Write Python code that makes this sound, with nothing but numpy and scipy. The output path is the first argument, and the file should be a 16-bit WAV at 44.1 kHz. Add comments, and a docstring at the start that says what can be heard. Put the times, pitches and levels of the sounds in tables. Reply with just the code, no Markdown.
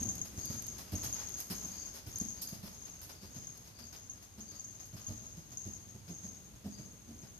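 """An indoor arena with soft dirt: a horse canters past in front of the microphone and circles away to the left.
Each hoof is a short swinging thud with noise of breaking clods; shaped noise bursts are the thrown sand.
Small metal on the tack jingles with every stride: random touches set off a high, whine-like ring that never
quite stops. A thin swish marks some strides. Decaying noise is the echo, over the quiet rumble of the hall."""
import sys
import numpy as np
from scipy import signal
from scipy.fft import rfft, irfft
from scipy.io import wavfile
from scipy.ndimage import uniform_filter1d, map_coordinates

SR = 44100
rng = np.random.default_rng(int(sys.argv[2]) if len(sys.argv) > 2 else 0)


def persist_wave(psi):
    """Save psi, clipped to +-1, as 16-bit WAV."""
    counts = np.round(np.clip(psi, -1, 1) * 32767).astype(np.int16)
    wavfile.write(sys.argv[1], SR, np.atleast_2d(counts).T)


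N = 326011
TIME = np.arange(N) / SR  # [s]

# hoofbeats: (time [s], relative thud level [dB], pitch of the blow [Hz], contact length [s],
# relative thrown sand level [dB])
HOOF_BEATS = [(.0, -36.5, 216, 0.037, -56), (.025, -40.5, 98.8, 0.11, -66.5),
              (.135, -49.5, 172.6, 0.083, -82), (0.373, -38, 101, 0.024, -54.5),
              (0.498, -34, 120.8, 0.018, -56), (0.918, -32.5, 97.4, 0.051, -54),
              (1.029, -46, 126.5, 0.068, -52), (1.498, -35.5, 189, 0.038, -48.5),
              (1.635, -44, 190, 0.036, -67.5), (2.065, -38, 107, 0.027, -52),
              (2.206, -35.5, 195, 0.023, -62.5), (2.523, -37, 200, 0.017, -57),
              (2.628, -41.5, 192.6, 0.029, -56.5), (3.215, -44.5, 187.5, 0.053, -54.5),
              (3.344, -46, 140, .058, -58), (3.786, -53.5, 235, 0.071, -58),
              (4.375, -44.5, 216.6, 0.035, -58.5), (4.51, -49, 100, 0.053, -59),
              (4.927, -42, 101.8, 0.043, -61.5), (5.076, -38, 97.1, 0.062, -65),
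              (5.213, -49.5, 98, 0.029, -77), (5.368, -44, 167, 0.035, -65),
              (5.515, -48.5, 121, 0.037, -64), (5.649, -40.5, 100, 0.053, -61.5),
              (5.945, -41.5, 120, .024, -72), (6.077, -42, 174.7, 0.059, -60.5),
              (6.231, -44, 187.5, 0.044, -64), (6.536, -46, 94, 0.017, -78), (6.641, -36, 206, 0.05, -62),
              (6.783, -42, 123.5, 0.035, -63), (7.073, -46, 237, 0.057, -70),
              (7.22, -47, 142.6, 0.045, -62.5)]
# the tack is tossed once a stride: (time [s], length [s], relative jingle level [dB])
TACK_TOSSES = [(-.03, 0.07, -38), (0.357, .33, -45), (0.945, .41, -44), (1.53, 0.32, -47),
               (2.097, 0.26, -49.5), (2.695, 0.25, -51.5), (3.297, 0.17, -50.5), (3.82, 0.26, -55.5),
               (4.383, 0.48, -53), (4.992, 0.34, -51), (5.496, 0.25, -50.5), (6.089, 0.19, -50),
               (6.7, 0.23, -57.5), (7.108, 0.39, -65.5)]


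def hoofs(tone_db=-1.0, overtone_db=-6, ground_db=-6, ground_hz=92, thump_db=-10, crumble_s=0.0084):
    """Each hoof sinks in: the soil swings for a few cycles while clods collapse under it."""
    # spectrum of the collapsing clods: (frequency [Hz], relative level [dB])
    thump_spectrum = [(30, -23), (70, -21), (190, 5), (370, 0), (480, -12.5), (650, -6.5), (1000, -24),
                      (2500, -27.5)]
    swing, press = np.zeros(N), np.zeros(N)
    slip = 0.5 * wander(150)  # phase wander [rad]
    for start, db, hz, length, _ in HOOF_BEATS:
        t = TIME[:int(length * SR)]
        load = undb(db) * np.sin(np.pi * t / length)
        # soil gives way unevenly
        uneven = np.take(slip, int(start * SR) + np.arange(len(t)), mode="wrap")
        phase = 2 * np.pi * hz * t + uneven
        depth = min(ground_hz / hz, 1) ** 2  # near 1 for a deep blow, small for a sharp one
        overtone = undb(overtone_db) * depth * np.sin(2 * phase)
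        # a sharp blow still shakes the base layer
        ground = undb(ground_db) * (1 - depth) * np.sin(2 * np.pi * ground_hz * t)
        add(swing, start, load * (np.sin(phase) + overtone + ground))
        add(press, start, load)
    # clods go on breaking after the blow
    keep = np.exp(-1 / (crumble_s * SR))
    lingering = signal.lfilter([1 - keep], [1, -keep], press)
    crumble = (press + lingering) / 2
    clods = crumble * colour(rng.standard_normal(N), thump_spectrum)
    return undb(tone_db) * swing + undb(thump_db) * clods


def sand(crunch_db=1, spray_db=0, trickle_db=-7, grit_db=0, grit_s=0.0027, rise_s=0.001, clump_db=2,
         throw_s=0.056, throw_spray_db=3, fall_db=-9, fall_s=0.23,
         near_m=4.65, loose_db=-57, loose_db_per_m=2.38, spray_db_per_m=1.5):
    """Dirt crunches under the hoof, fine grains fly and fall back; loose soil trickles on between steps."""
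    # a hoof drags through the sand as it lifts:
    # (time [s], relative crunch level [dB], relative fine spray level [dB], length [s])
    hoof_drags = [(0.25, -52, -50.5, 0.034), (0.781, -50, -48, 0.043), (1.16, -55.5, -80, 0.11),
                  (1.37, -55, -50, 0.082), (1.937, -53.5, -52, 0.041), (2.416, -66, -40.5, 0.032),
                  (2.484, -59, -49.5, 0.038), (3.014, -59, -52, 0.08), (3.091, -52.5, -58, 0.03),
                  (3.645, -59.5, -61, 0.06), (3.925, -54, -58.5, 0.049), (4.222, -64.5, -63, 0.043),
                  (4.792, -62.5, -67, .06), (4.852, -73, -55, 0.032), (4.965, -60.5, -64, 0.11)]
    # single bits of grit snapping: (time [s], relative level [dB])
    grit_snaps = [(0.154, -40.5), (.456, -38), (0.623, -40), (.667, -40.5), (1.292, -39), (1.403, -36),
                  (2.185, -37), (3.575, -49)]
    # how far away the horse is: (time [s], distance [m])
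    horse_distance = [(0, 8.1), (1.15, 4.4), (2.3, 6.25), (4.2, 10.7), (5.2, 8.8), (7.39, 13)]
    # spectra of coarse dirt and fine grains: (frequency [Hz], relative level [dB])
    crunch_spectrum = [(150, -4), (550, 4), (1200, 0.5), (2200, -2), (4000, -2.5), (5300, 5.5),
                       (7500, -8.5), (15000, -38)]
    spray_spectrum = [(1500, -24), (5000, 9), (8000, 1), (10000, 6.5), (13300, 15), (14500, -23)]

    crunch, spray, t = np.zeros(N), np.zeros(N), TIME[:SR // 2]
    beyond = curve(horse_distance) - near_m  # metres past the reference distance
    rise = 1 - np.exp(-t / rise_s)
    flying = np.exp(-(t / throw_s) ** 2)
    falling = undb(fall_db) * np.exp(-t / fall_s)
    throw = rise * np.hypot(flying, falling)
    for start, *_, db in HOOF_BEATS:
        add(crunch, start, undb(db) * throw)
    # of the thrown sand, the fine spray fades faster with distance
    spray += crunch * undb(throw_spray_db - spray_db_per_m * beyond)
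    for start, low_db, high_db, length in hoof_drags:
        burst = rise * np.exp(-(t / length) ** 2)
        add(crunch, start, undb(low_db + crunch_db) * burst)
        add(spray, start, undb(high_db + spray_db) * burst)
    for start, db in grit_snaps:
        add(spray, start, undb(db + grit_db) * np.exp(-t / grit_s))

    loose = undb(loose_db - loose_db_per_m * beyond) * airborne(hush_db=-3)
    coarse_noise = scattered(lambda: colour(grains(spread_db=3), crunch_spectrum), wet_db=7.5)
    fine_noise = scattered(lambda: colour(grains(spread_db=2.5), spray_spectrum), wet_db=12.5)
    coarse = np.hypot(crunch, loose) * coarse_noise
    fine = np.hypot(spray, undb(trickle_db) * loose) * fine_noise
    return (coarse + fine) * undb(clump_db * wander(40))  # soil falls in lumps


def tack(jingle_db=-1.5, rise_s=0.00032, flutter_db=1.7, rebound_s=0.003, flight_s=0.015, flight_db=-7,
         clink_db=1, rattle_db=-10, rattle_s=0.029):
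    """Small metal parts chatter against each other in flurries, ringing briefly at every touch."""
    # modes of the metal: (frequency [Hz], time to fall 60 dB [s], relative level [dB])
    metal_modes = [(6250, 0.023, -18), (6462, 0.016, 21), (6360, 0.035, -19), (5460, 0.0033, -30),
                   (9500, .03, -38)]
    # sharp clinks: (time [s], relative level [dB])
    hard_strikes = [(.029, -27), (.089, -25.5), (.215, -28), (.57, -39), (.68, -31.5), (.954, -32.5),
                    (1.127, -27), (1.341, -33), (1.718, -38), (2.158, -30.5), (2.2, -30), (2.286, -29.5),
                    (2.474, -35), (3.47, -36), (4.097, -35.5), (4.406, -39.5), (4.596, -35), (4.644, -37.5),
                    (5.067, -32), (5.572, -31.5), (5.735, -36.5), (5.89, -42.5)]
    t = TIME[:SR // 10]
    modes = sum(undb(db - 60 * t / t60) * np.sin(2 * np.pi * hz * t) for hz, t60, db in metal_modes)
    ring = (1 - np.exp(-t / rise_s)) * modes
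    ring = ring / np.abs(ring).max()

    shake = flurries() * undb(jingle_db + flutter_db * wander(79))
    clinks, rattle = np.zeros(N), np.zeros(N)
    for (start, db), chance in zip(hard_strikes, rng.random(len(hard_strikes))):
        # the parts swing almost free before a hard strike
        shake[(TIME > start - flight_s) & (TIME < start)] *= undb(flight_db)
        strike = undb([db + clink_db])
        add(clinks, start, strike)
        # they bounce once after it and set their neighbours rattling
        add(clinks, start + rebound_s * (0.5 + chance), strike / 2)
        add(rattle, start, undb(db + rattle_db) * np.exp(-t / rattle_s))
    chatter = scattered(touches, wet_db=3.0) * np.hypot(shake, rattle)
    chatter = chatter / np.sqrt(np.sum(ring ** 2))  # makes up for the energy of the ring
    return signal.fftconvolve(chatter + place(clinks), ring[None], axes=1)[:, :N]


def flurries(toss_s=0.02, settle_s=0.094, idle_db=-59):
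    """How hard the tack is shaken: each stride tosses it, keeps it going and lets it settle, never to silence."""
    tossed = np.zeros(N)
    for start, length, db in TACK_TOSSES:
        build = np.clip((TIME - start) / toss_s, 0, 1)
        settle = np.exp(-np.maximum(TIME - start - length, 0) / settle_s)
        tossed += undb(db) * build * settle
    return np.hypot(tossed, undb(idle_db) * airborne(hush_db=-4))


def touches(per_s=200):
    """Random metal contacts of unequal strength, at rms 1."""
    return unit((rng.random(N) < per_s / SR) * rng.uniform(0.73, 1, N))


def swishes(hz=4720, width_hz=340, length_s=0.075):
    """A narrow band of hiss, a thin whistling swish, swells and fades on some strides."""
    # (middle [s], level [dB])
    swish_swells = [(.49, -54), (1.8, -57.5), (2.458, -55), (3.22, -63), (3.82, -60.5), (4.54, -60),
                    (6.77, -61.5)]
    swell = sum(undb(db) * np.exp(-((TIME - at) / length_s) ** 2) for at, db in swish_swells)
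    b, a = signal.iirpeak(hz, hz / width_hz, fs=SR)
    return swell * unit(signal.filtfilt(b, a, diffuse()))


def airborne(hush_db, lead_s=0.069, width_s=0.043):
    """Gain that dips just before each toss of the tack: all four hooves are off the ground, little stirs."""
    dips = sum(np.exp(-((TIME - start + lead_s) / width_s) ** 2) for start, *_ in TACK_TOSSES)
    return undb(hush_db * dips)


def place(x):
    """Bearing of the horse from the microphone: the sound reaches the nearer ear first."""
    # (time [s], lead of the left ear [ms])
    horse_bearing = [(0, -0.12), (.75, -0.022), (1.25, 0.1), (2.3, 0.2), (5.5, 0.2215), (7.39, 0.096)]
    lead = curve(horse_bearing) * SR / 1000  # [samples]
    return np.array([map_coordinates(x, [np.arange(N) + side * lead / 2], order=5) for side in (1, -1)])


def scattered(source, wet_db):
    """Tiny impacts arrive directly, and off ground and boards in a different jumble at each ear."""
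    wet = undb(wet_db)
    direct = place(source())
    jumble = np.array([source(), source()])
    return (direct + wet * jumble) / np.hypot(1, wet)


def arena(x, t60_s, gap_s):
    """Roof and walls answer with a diffuse tail that swells in over a short gap and dies away."""
    t = TIME[:SR]
    decay = np.exp(-np.log(1000) * t / t60_s)
    onset = 1 - np.exp(-(t / gap_s) ** 2)
    tail = diffuse()[:, :SR] * decay * onset
    tail = tail / np.sqrt(np.sum(tail ** 2) / 2)
    return signal.fftconvolve(x[None], tail, axes=1)[:, :N]


def background(hall_db, rumble_db):
    """The steady air of the hall, and a low rumble that follows the strides and fades as the horse leaves."""
    # spectra of the air and the rumble: (frequency [Hz], relative level [dB])
    hall_spectrum = [(25, -18), (100, 5.5), (240, -17.5), (490, -13.5), (1700, -21), (4500, -21),
                     (6500, -25), (8000, -25), (13000, -24)]
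    rumble_spectrum = [(25, -31), (50, 3.5), (100, -1), (230, -2.5), (450, -13.5), (900, -21.5),
                       (2000, -26)]
    # low rumble in the hall: (time [s], relative level [dB])
    rumble_course = [(0, -44.5), (.74, -48.5), (1.05, -48.5), (2.3, -53), (4.2, -55.5), (7.39, -54)]
    rumble_gain = undb(curve(rumble_course) + rumble_db) * airborne(hush_db=-4)
    air = undb(hall_db) * colour(diffuse(), hall_spectrum)
    return air + rumble_gain * colour(diffuse(), rumble_spectrum)


def diffuse(alike_hz=600):
    """Noise from all around: mostly alike at both ears in the bass, unrelated in the treble."""
    hz = np.fft.rfftfreq(N, 1 / SR)
    mid, side = rfft(rng.standard_normal((2, N)))
    apart = np.pi / 4 * np.minimum(0.23 + 0.73 * hz / alike_hz, 1)
    return irfft(mid * np.cos(apart) + np.array([[1], [-1]]) * side * np.sin(apart), N)


def grains(spread_db):
    """Dense tiny impacts of very unequal size, at rms 1."""
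    size_db = spread_db * np.minimum(rng.exponential(size=N), 2 * np.pi)
    return unit(rng.standard_normal(N) * undb(size_db))


def wander(rate_hz):
    """A smooth random motion of rms 1: noise averaged twice over 1 / rate_hz."""
    size = int(SR / rate_hz)
    return unit(uniform_filter1d(uniform_filter1d(rng.standard_normal(N), size), size))


def colour(x, points):
    """Give a sound a spectrum, at rms 1."""
    return unit(irfft(rfft(x) * spectrum(points), N))


def spectrum(points):
    """Gain at every frequency from (frequency [Hz], level [dB]) points."""
    hz, db = np.transpose(points)
    return undb(np.interp(np.log(np.fft.rfftfreq(N, 1 / SR) + 1), np.log(hz), db))


def curve(rows):
    """The second column of a table, joined by straight lines in time."""
    rows = np.array(rows)
    return np.interp(TIME, rows[:, 0], rows[:, 1])


def add(track, start, sound):
    """Mix a sound into a track at a time in seconds."""
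    i = max(int(start * SR), 0)
    track[i:i + len(sound)] += sound[:N - i]


def undb(db):
    """Decibels to gain."""
    return 10 ** (np.asarray(db) / 20)


def unit(x):
    """Scale to rms 1."""
    return x / np.sqrt(np.mean(x ** 2))


def scene():
    """Horse and tack, heard directly and through the hall."""
    thuds, dirt, jingle = hoofs(), sand() + swishes(), tack()
    echo = undb(-4) * arena(thuds, t60_s=0.92, gap_s=0.017)
    echo = echo + undb(-3.5) * arena(dirt.mean(axis=0), t60_s=0.42, gap_s=0.0014)
    echo = echo + undb(-2) * arena(jingle.mean(axis=0), t60_s=0.43, gap_s=0.0028)
    return place(thuds) + dirt + jingle + echo + background(hall_db=-60.0, rumble_db=-4.5)


def record(dry, top_hz=14450):
    """The two microphone ports colour the sound differently, most in the treble; the top is cut steeply."""
    # microphone colour: (frequency [Hz], left minus right [dB])
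    port_colour = [(30, 12), (90, -3.5), (250, -0.5), (800, 0), (3000, 1), (4200, 3.5), (4900, 16),
                   (5700, 6), (6500, 5.5), (7600, -7.5), (9200, 0), (12400, -13), (14500, 3.5)]
    ratio = spectrum(port_colour)
    # the two gains keep the same total power
    ports = np.array([ratio, np.ones_like(ratio)]) * np.sqrt(2 / (1 + ratio ** 2))
    coloured = irfft(rfft(dry) * ports, N)
    return signal.sosfilt(signal.ellip(10, 0.2, 80, top_hz, fs=SR, output="sos"), coloured)


dry = scene()
out = record(dry)
persist_wave(out)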